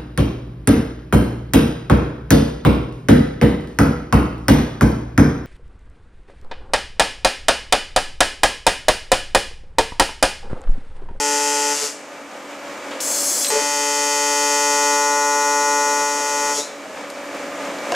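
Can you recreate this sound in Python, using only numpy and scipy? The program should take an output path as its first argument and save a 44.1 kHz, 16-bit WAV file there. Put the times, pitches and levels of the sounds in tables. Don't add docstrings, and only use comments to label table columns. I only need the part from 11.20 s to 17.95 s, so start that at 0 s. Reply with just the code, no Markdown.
import sys
import numpy as np
from scipy import signal
from scipy.fft import rfft, irfft, next_fast_len
from scipy.io import wavfile
from scipy.ndimage import uniform_filter1d, map_coordinates

SR = 44100
rng = np.random.default_rng(int(sys.argv[2]) if len(sys.argv) > 2 else 0)


def attenuation_scalar(level_db):
    decades = np.asarray(level_db, float) / 20
    return 10 ** decades


def pcm_store(signal):
    levels = np.round(np.clip(np.atleast_2d(signal), -1, 1) * 32767)
    wavfile.write(sys.argv[1], SR, levels.astype(np.int16).T)


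N = 297675
FLIP_HZ = 145.01
CYCLE_POINTS = 1 << 13
GARAGE_T60_S = 0.72

# strike_s, pedal_lift_s, out_s
WELD_TIMES = [
    (-.5, .525, 0.66),
    (2.303, 5.325, 5.395),
]
# start_s, level_db
STARTER = [(1.804, -27), (1.818, -24), (2.014, -21), (2.242, -21), (2.262, -26), (2.31, -25)]
# start_s, peak_db, pitch_hz, t60_s
TICKS = [(1.575, -33, 5600, .04), (1.712, -23.5, 3340, 0.24), (1.8032, -18, 8100, 0.034),
         (2.246, -10, 6300, 0.047), (2.267, -10.5, 6500, 0.051), (5.89, -38, 13000, .01),
         (5.901, -23, 9000, .03), (6.055, -38, 12000, .03), (6.147, -33, 13000, .02),
         (6.168, -32, 12000, .02), (6.586, -25, 5000, .03), (6.7202, -11, 5870, 0.018),
         (6.749, -13, 4500, 0.029)]


def column(rows, at):
    x, *rest = np.transpose(rows)
    return [np.interp(at, x, c) for c in rest]


def rms_one(x):
    return x / np.sqrt(np.mean(x ** 2) + 1e-20)


def highpass(x, order, hz):
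    return signal.sosfilt(signal.butter(order, hz, "high", fs=SR, output="sos"), x)


def drift(rate_hz):
    knots = rng.standard_normal(int(N / SR * rate_hz) + 3)
    coarse = np.arange(0, N + 32, 32)
    return np.interp(np.arange(N), coarse, map_coordinates(knots, [coarse / SR * rate_hz], order=3))


def coloured(x, spectrum):
    hz = np.maximum(np.arange(N // 2 + 1) * SR / N, 1)
    point_hz, point_db = np.transpose(spectrum)
    gain = attenuation_scalar(np.interp(np.log(hz), np.log(point_hz), point_db))
    return rms_one(irfft(rfft(x) * gain, N))


def stereo_noise(side_db):
    mid, side = rng.standard_normal((2, N))
    side = signal.lfilter(*signal.butter(1, 1300, "high", fs=SR), side) + 0.094 * side
    return mid + attenuation_scalar(side_db) * side * [[1], [-1]]


def ring(clicks, hz, t60_s):
    r = attenuation_scalar(-60 / (max(t60_s, .002) * SR))
    w = 2 * np.pi * hz / SR
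    return signal.lfilter([0, np.sin(w)], [1, -2 * r * np.cos(w), r * r], clicks + 1e-18)


def wavering(tones, waver_db, slip_rad, rate_hz):
    t = np.arange(N) / SR
    out = np.zeros(N)
    for hz, db in tones:
        level = np.sqrt(2) * attenuation_scalar(db + waver_db * drift(rate_hz))
        out += level * np.sin(2 * np.pi * hz * t + slip_rad * drift(rate_hz))
    return out


def arc():
    # delay_ms, level_db
    echoes = [(0, 0), (1.07, -3), (1.9, -7), (3.1, -6), (4.5, -9), (5.7, -10)]
    order_db = [-36, -12.5, -6.5, -5.5, -26, 1, -9.5, -11, -11.5, -8.5, -37.5, -18, -9.5, -10.5, -29, -79,
                -12.5, -18.5, -24, -26, -17, -19, -24.5, -29, -20.5, -31.5, -26, -27, -33, -22.5, -16,
                -18.5, -19, -16.5, -16.5, -21, -20, -12.5, -10, -17, -39, -18, -10, -13.5, -10.5, -8, -23.9,
                -29, -11.0, -14.5, -15.5, -35, -15.5, -18.5, -26.5, -35, -17, -30.6, -27, -28, -22.5, -26,
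                -30, -22.5, -41, -35.6, -27, -27, -32, -23.5, -21.5, -29.9]
    # pitch_hz, level_db
    top_orders = [(6120, -32), (10400, 3), (11500, 0.5), (13400, -9.5), (14900, -8), (15600, -17)]
    # pitch_hz, density_db
    hiss_spectrum = [(900, -22), (1500, -8), (2800, -6), (3900, -13), (4800, -4.5), (7200, -1), (9000, -6),
                     (12000, -18), (15600, -41)]
    # time_s, current_db, length (0 short - 1 long)
    handling = [
        [(0, -2, 0.011), (.12, -2, 0.011), (.45, -2.5, .01)],
        [(2.3, -1.5, .01), (2.6, -1.5, 0.019), (3.3, 1, 0.18), (3.7, 2, 0.54), (3.95, 0.3, 1), (4.58, .5, 1),
         (4.82, -0.5, 0.87), (4.97, -3, 0.57), (5.25, -1.5, 0.66)],
    ]
    # delay_ms, short_arc_share, long_arc_share
    body_echoes = [
        [(0.893, -0.28, -.45), (4.932, -0.14, -.3), (0.483, -0.22, -.25), (5.25, -0.26, -.15), (2.3, .15, .15)],
        [(2.103, -0.082, 0.27), (6.381, -0.11, 0.17), (0.75, -0.041, 0.13), (4.692, 0.037, -0.18)],
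    ]
    hiss_db = (-26.5, -30.5)
    jitter_s, scatter, low_scatter = 9e-6, 1.2, 3.2
    top_db, ripple_db, spread_db = -8.5, 5.5, 1.5
    t, order = np.arange(N) / SR, np.arange(1, 109)

    chance = rng.standard_normal((7, len(order)))
    arrivals = sum(attenuation_scalar(db) * np.exp(-2j * np.pi * order * FLIP_HZ * ms / 1000) for ms, db in echoes)
    diffuse = scatter * (chance[0] + 1j * chance[1]) * np.where(order < 24, low_scatter, 1)
    arrivals = 1.4j * arrivals + diffuse
    phase = arrivals / abs(arrivals)

    apart = np.clip((order - 5) / 5, 0, 1)
    ears = attenuation_scalar(spread_db * apart * chance[2] * [[.5], [-.5]])
    ears = ears * np.exp(.1j * apart * chance[3] * [[1], [-1]])

    below_db = 10 * np.log10(np.mean(attenuation_scalar(order_db[56:]) ** 2))
    ripple = ripple_db * np.clip(chance[4, 72:], -2, 1.5)
    high_db = below_db + top_db + column(top_orders, order[72:] * FLIP_HZ)[0] + ripple
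    db = np.r_[order_db, high_db]

    place = ((t + jitter_s * drift(60.)) * FLIP_HZ % 1 * CYCLE_POINTS).astype(int)
    buzz, hiss = np.zeros((2, N)), np.zeros(N)
    for k in (0, 1):
        shuffle = np.clip(chance[5 + k], -2, 1.5)
        weld_buzz, weld_hiss = weld(WELD_TIMES[k], handling[k], body_echoes[k], hiss_db[k],
                                    db, phase, shuffle, place, ears)
        buzz += weld_buzz
        hiss += weld_hiss
    puff = 1 + .35 * np.cos(2 * np.pi * place / CYCLE_POINTS)
    return buzz, hiss * puff * coloured(stereo_noise(-12.5), hiss_spectrum)


def weld(times_s, handling, echoes, hiss_db, db, phase, shuffle, place, ears):
    # pitch_hz, change_db
    stretch_points = [(145, -4), (500, 0.5), (1100, 8), (2200, -5), (3600, -4), (7200, -3.5), (9000, -3.5),
                      (15600, -3)]
    arc_db, hiss_stretch_db = -20.5, -8.5
    sag_db_per_s, sag_db, release_db_per_s, tail_db = 195, 7, 214, -14.5
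    dying_s, dying_depth, dying_db, dying_spread_db = 0.052, 0.52, 1.5, 4
    warm_s, top_drift_db = 0.12, 3.0
    beat_hz, beat_peak_s, throb = 10.3, 4.03, 0.8

    strike, lift, end = times_s
    t, order = np.arange(N) / SR, np.arange(1, 109)
    on = (t >= strike) & (t < end + GARAGE_T60_S)
    t, place = t[on], place[on]
    current, length = column(handling, t)
    length = np.clip(length, 0, 1)
    sagged = attenuation_scalar(current - np.clip(sag_db_per_s * (t - lift), 0, sag_db))
    since = np.clip(t - end, 0, None)
    release = attenuation_scalar(-release_db_per_s * since)
    ringing = np.maximum(release, attenuation_scalar(tail_db - 60 * since / GARAGE_T60_S))
    dying = np.clip((t - lift) / dying_s, 0, 1)
    warm = np.clip((t - strike) / warm_s, 0, 1) ** 2

    ms, short, long = np.transpose(echoes)
    late = np.exp(-2j * np.pi * np.outer(order * FLIP_HZ, ms / 1000))
    points = [(np.log(hz), d) for hz, d in stretch_points]
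    stretch = column(points, np.log(order * FLIP_HZ))[0] / 2
    stretch = stretch + top_drift_db * shuffle * (order > 72)
    even = uniform_filter1d(db, size=9)
    dying_lines_db = even + dying_depth * (db - even) + dying_db + dying_spread_db * shuffle
    states = [(attenuation_scalar(db - stretch) * (1 + late @ short), (1 - dying) * (1 - length)),
              (attenuation_scalar(db + stretch) * (1 + late @ long), (1 - dying) * length),
              (attenuation_scalar(dying_lines_db), dying)]

    weak = np.isin(order, (26, 27, 28))
    beat = 1 + throb * np.clip(2.7 * length - .5, 0, 1) * np.cos(2 * np.pi * beat_hz * (t - beat_peak_s))
    snap = attenuation_scalar(current)
    groups = [(order < 3, sagged * warm),
              ((order > 2) & (order < 24), sagged),
              ((order > 23) & ~weak, snap),
              (weak, snap * beat)]

    buzz, hiss = np.zeros((2, N)), np.zeros(N)
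    for lines, share in states:
        for pick, gain in groups:
            bins = np.pad(lines * phase * pick * ears, ((0, 0), (1, 0)))
            cycle = irfft(bins, CYCLE_POINTS) * CYCLE_POINTS / 2
            buzz[:, on] += share * gain * ringing * cycle[:, place]
    hiss[on] = attenuation_scalar(hiss_db + hiss_stretch_db * length * (1 - dying)) * release
    return attenuation_scalar(arc_db) * buzz, hiss


def sweeps():
    # start_s, length_s, from_hz, to_hz, level_db
    glides = [(0.537, 0.13, 2750, 3050, -42), (0.613, 0.084, 410, 645, -30.5),
              (2.312, 0.043, 444, 442, -17), (2.341, .08, 460, 436, -18), (5.335, .07, 3200, 3400, -40),
              (5.371, 0.051, 430, 610, -24), (5.385, 0.094, 3450, 4450, -38.5)]
    rise_s, fall_share, edge_db = .015, 0.68, -21
    width_hz, width_share = 55, .035
    out = np.zeros(N)
    hz = FLIP_HZ * np.arange(1, 40)[:, None]
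    for s, length, from_hz, to_hz, db in glides:
        at = np.arange(round(s * SR), round((s + length) * SR))
        age = at / SR - s
        centre = from_hz + (to_hz - from_hz) * age / length
        rise = np.clip(1 - age / rise_s, 0, 1)
        fall = np.clip(1 - (1 - age / length) / fall_share, 0, 1) ** 2
        tones = np.sin(2 * np.pi * (hz * at / SR + rng.random(hz.shape)))
        near = np.exp(-.5 * ((hz - centre) / (width_hz + width_share * centre)) ** 2)
        out[at] += np.sqrt(2) * attenuation_scalar(db + edge_db * (rise + fall)) * np.sum(near * tones, axis=0)
    return out


def starter():
    # pitch_hz, density_db
    spark = [(1760, -52), (3000, -15.5), (3520, -14), (3610, -22), (4060, -11.5), (6630, -1.5), (6810, -3),
             (7350, 1), (8970, -7.5), (10700, -8), (11500, -12.5), (13800, -11), (15600, -19)]
    # pitch_hz, level_db
    spark_lines = [(3429, -49), (4188, -46), (4468, -46), (4963, -42), (5184, -50), (5340, -44),
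                   (5561, -45), (5938, -49), (6089, -47), (6465, -35), (6842, -48), (7219, -41),
                   (7364, -42), (7472, -37), (7634, -47), (7887, -40), (8371, -44), (8592, -46),
                   (8780, -45), (9135, -43), (9512, -45), (9862, -46), (10277, -41), (10557, -42)]
    # time_s, pitch_hz, level_db
    whistle_path = [(2.25, 4360, -50), (2.256, 4300, -32), (2.28, 4060, -33), (2.3, 4080, -35),
                    (2.33, 4050, -50)]
    sparks_per_s = 376
    crack_db, wash_db, whine_db = -7.0, -3.5, 22.5
    t = np.arange(N) / SR
    start, stop = STARTER[0][0], STARTER[-1][0]
    span = (t >= start) & (t < stop)

    at = (np.arange(start, stop, 1 / sparks_per_s) * SR).astype(int)
    clicks = np.zeros(N)
    clicks[at] = attenuation_scalar(2.5 * rng.standard_normal(len(at))) * rng.choice([-1] + 9 * [1], len(at))
    crack = coloured(clicks, spark) * np.sqrt(span.mean())
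    wash = coloured(stereo_noise(-14.0), spark) * attenuation_scalar(0.91 * drift(39.9))
    whine = wavering(spark_lines, waver_db=3.5, slip_rad=0.97, rate_hz=25.) * (t < TICKS[3][0])
    sparks = attenuation_scalar(crack_db) * crack + attenuation_scalar(wash_db) * wash + attenuation_scalar(whine_db) * whine

    hz, db = column(whistle_path, t)
    turn = 2 * np.pi * np.cumsum(hz * (1 + 0.0041 * drift(150.))) / SR
    partials = np.sin(turn) + attenuation_scalar(9.0) * np.sin(2 * turn) + attenuation_scalar(-1.0) * np.sin(3 * turn)
    whistle = attenuation_scalar(db + 2.7 * drift(120.)) * partials
    whistling = (t > whistle_path[0][0]) & (t < whistle_path[-1][0])
    return span * attenuation_scalar(column(STARTER, t)[0]) * sparks + whistle * whistling


def ticks():
    out = np.zeros(N)
    age = np.arange(4000) / SR
    for s, db, hz, t60 in TICKS:
        band = signal.butter(2, [hz * 0.33, min(hz * 1.04, .45 * SR)], "band", fs=SR, output="sos")
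        burst = signal.sosfilt(band, rng.standard_normal(4000) * attenuation_scalar(-60 * age / t60))
        at = round(s * SR)
        out[at:at + 4000] += (attenuation_scalar(db) * burst / abs(burst).max())[:N - at]
    return out


def knocks():
    # start_s, peak_db
    blows = [(1.715, -32), (6.586, -32), (6.7224, -11.5), (6.731, -14), (6.743, -15), (6.7485, -17)]
    # pitch_hz, level_db, t60_s
    shell = [(594, -5, 0.043), (706, 2.5, 0.036), (1000, -1, 0.037), (1590, -5, 0.041), (2230, -10, 0.027),
             (2750, -13, 0.009), (4660, -14, 0.008), (5440, -15, 0.009)]
    at = [round(s * SR) for s, db in blows]
    peak_db = np.array(blows)[:, 1]
    out = np.zeros(N)
    for hz, level_db, t60 in shell:
        clicks = np.zeros(N)
        clicks[at] = attenuation_scalar(peak_db + level_db - 3.5 + rng.normal(0, 5.9, len(at)))
        out += ring(clicks, hz, t60)
    return highpass(out, 2, 350)


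def garage(x):
    wall_cut_hz = 5800
    size = next_fast_len(N + SR)
    hz = np.arange(size // 2 + 1) * SR / size
    sides = np.zeros((2, len(hz)), complex)
    for k, lag_s in enumerate(rng.uniform(.015, .045, 16)):
        loss = attenuation_scalar(-60 * lag_s / GARAGE_T60_S) / (1 + 1j * hz / wall_cut_hz * 0.34)
        trip = loss * np.exp(-2j * np.pi * hz * lag_s)
        sides[k % 2] += trip / (1 - trip) * (-1) ** (k // 2)
    mid = sides.mean(axis=0)
    sides = mid + 0.2 * (sides - mid)
    return irfft(rfft(x, size) * sides, size)[:, :N]


def workshop():
    # pitch_hz, density_db
    fan = [(15, -76), (25, -37), (110, -24.5), (140, -28), (165, -17), (282, -5), (389, -9), (458, -8),
           (510, -4.5), (897, -9), (1240, -10), (2300, -14), (4160, -25), (7130, -24), (15600, -51.5)]
    # pitch_hz, level_db
    fan_tones = [(285.3, -42.5), (500.6, -51), (522.2, -44.5), (570.6, -39), (629.8, -46), (861.3, -49.5),
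                 (1217, -47.5), (1707, -52.5)]
    # pitch_hz, level_db
    inverter = [(2293.3, -50), (4586.6, -61.5), (6880, -65), (9173.2, -64), (11466, -66), (13760, -68)]
    air_db, tone_db, whine_db = 19.0, 49.5, 51.5
    air = attenuation_scalar(air_db + 1.0 * drift(15.)) * coloured(stereo_noise(-12.0), fan)
    tones = attenuation_scalar(tone_db) * wavering(fan_tones, waver_db=3.0, slip_rad=0.5, rate_hz=12.)
    whine = attenuation_scalar(whine_db) * wavering(inverter, waver_db=1.5, slip_rad=0.83, rate_hz=20.)
    return automatic_gain() * (air + tones + whine)


def automatic_gain():
    ducked_db, creep_db_per_s, recover_db_per_s = -60, 2, 6.5
    duck_wait_s, duck_s = 0.07, 0.12
    (_, _, first_out), (strike, _, last_out) = WELD_TIMES
    spark_start, end = STARTER[0][0], N / SR
    low = ducked_db + 2.5
    high = low + recover_db_per_s * (spark_start - first_out)
    ducked = strike + duck_wait_s + duck_s
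    crept = ducked_db + creep_db_per_s * (last_out - ducked)
    path = [(0, ducked_db), (first_out, low), (spark_start, high), (strike + duck_wait_s, high),
            (ducked, ducked_db), (last_out, crept), (end, crept + recover_db_per_s * (end - last_out))]
    return attenuation_scalar(column(path, np.arange(N) / SR)[0])


def scene():
    buzz, hiss = arc()
    loose = hiss + sweeps() + starter()
    torch = (buzz + loose) * attenuation_scalar([[1.0], [-.9]])
    small = ticks() + knocks()
    room = attenuation_scalar(-14.0) * garage(loose.mean(axis=0) + small)
    return torch + small + room + workshop()


def top_cut(x):
    return signal.sosfilt(signal.butter(12, 15720, fs=SR, output="sos"), x)


def record(dry):
    thin = highpass(dry, 1, 40)
    mid = thin.mean(axis=0)
    side = thin - mid
    mix = mid + highpass(side, 1, 250) + 0.11 * side
    mix = signal.sosfilt(signal.ellip(10, 1, 50, 15700, fs=SR, output="sos"), mix)
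    return top_cut(mix)


dry = scene()
out = record(dry)
pcm_store(out)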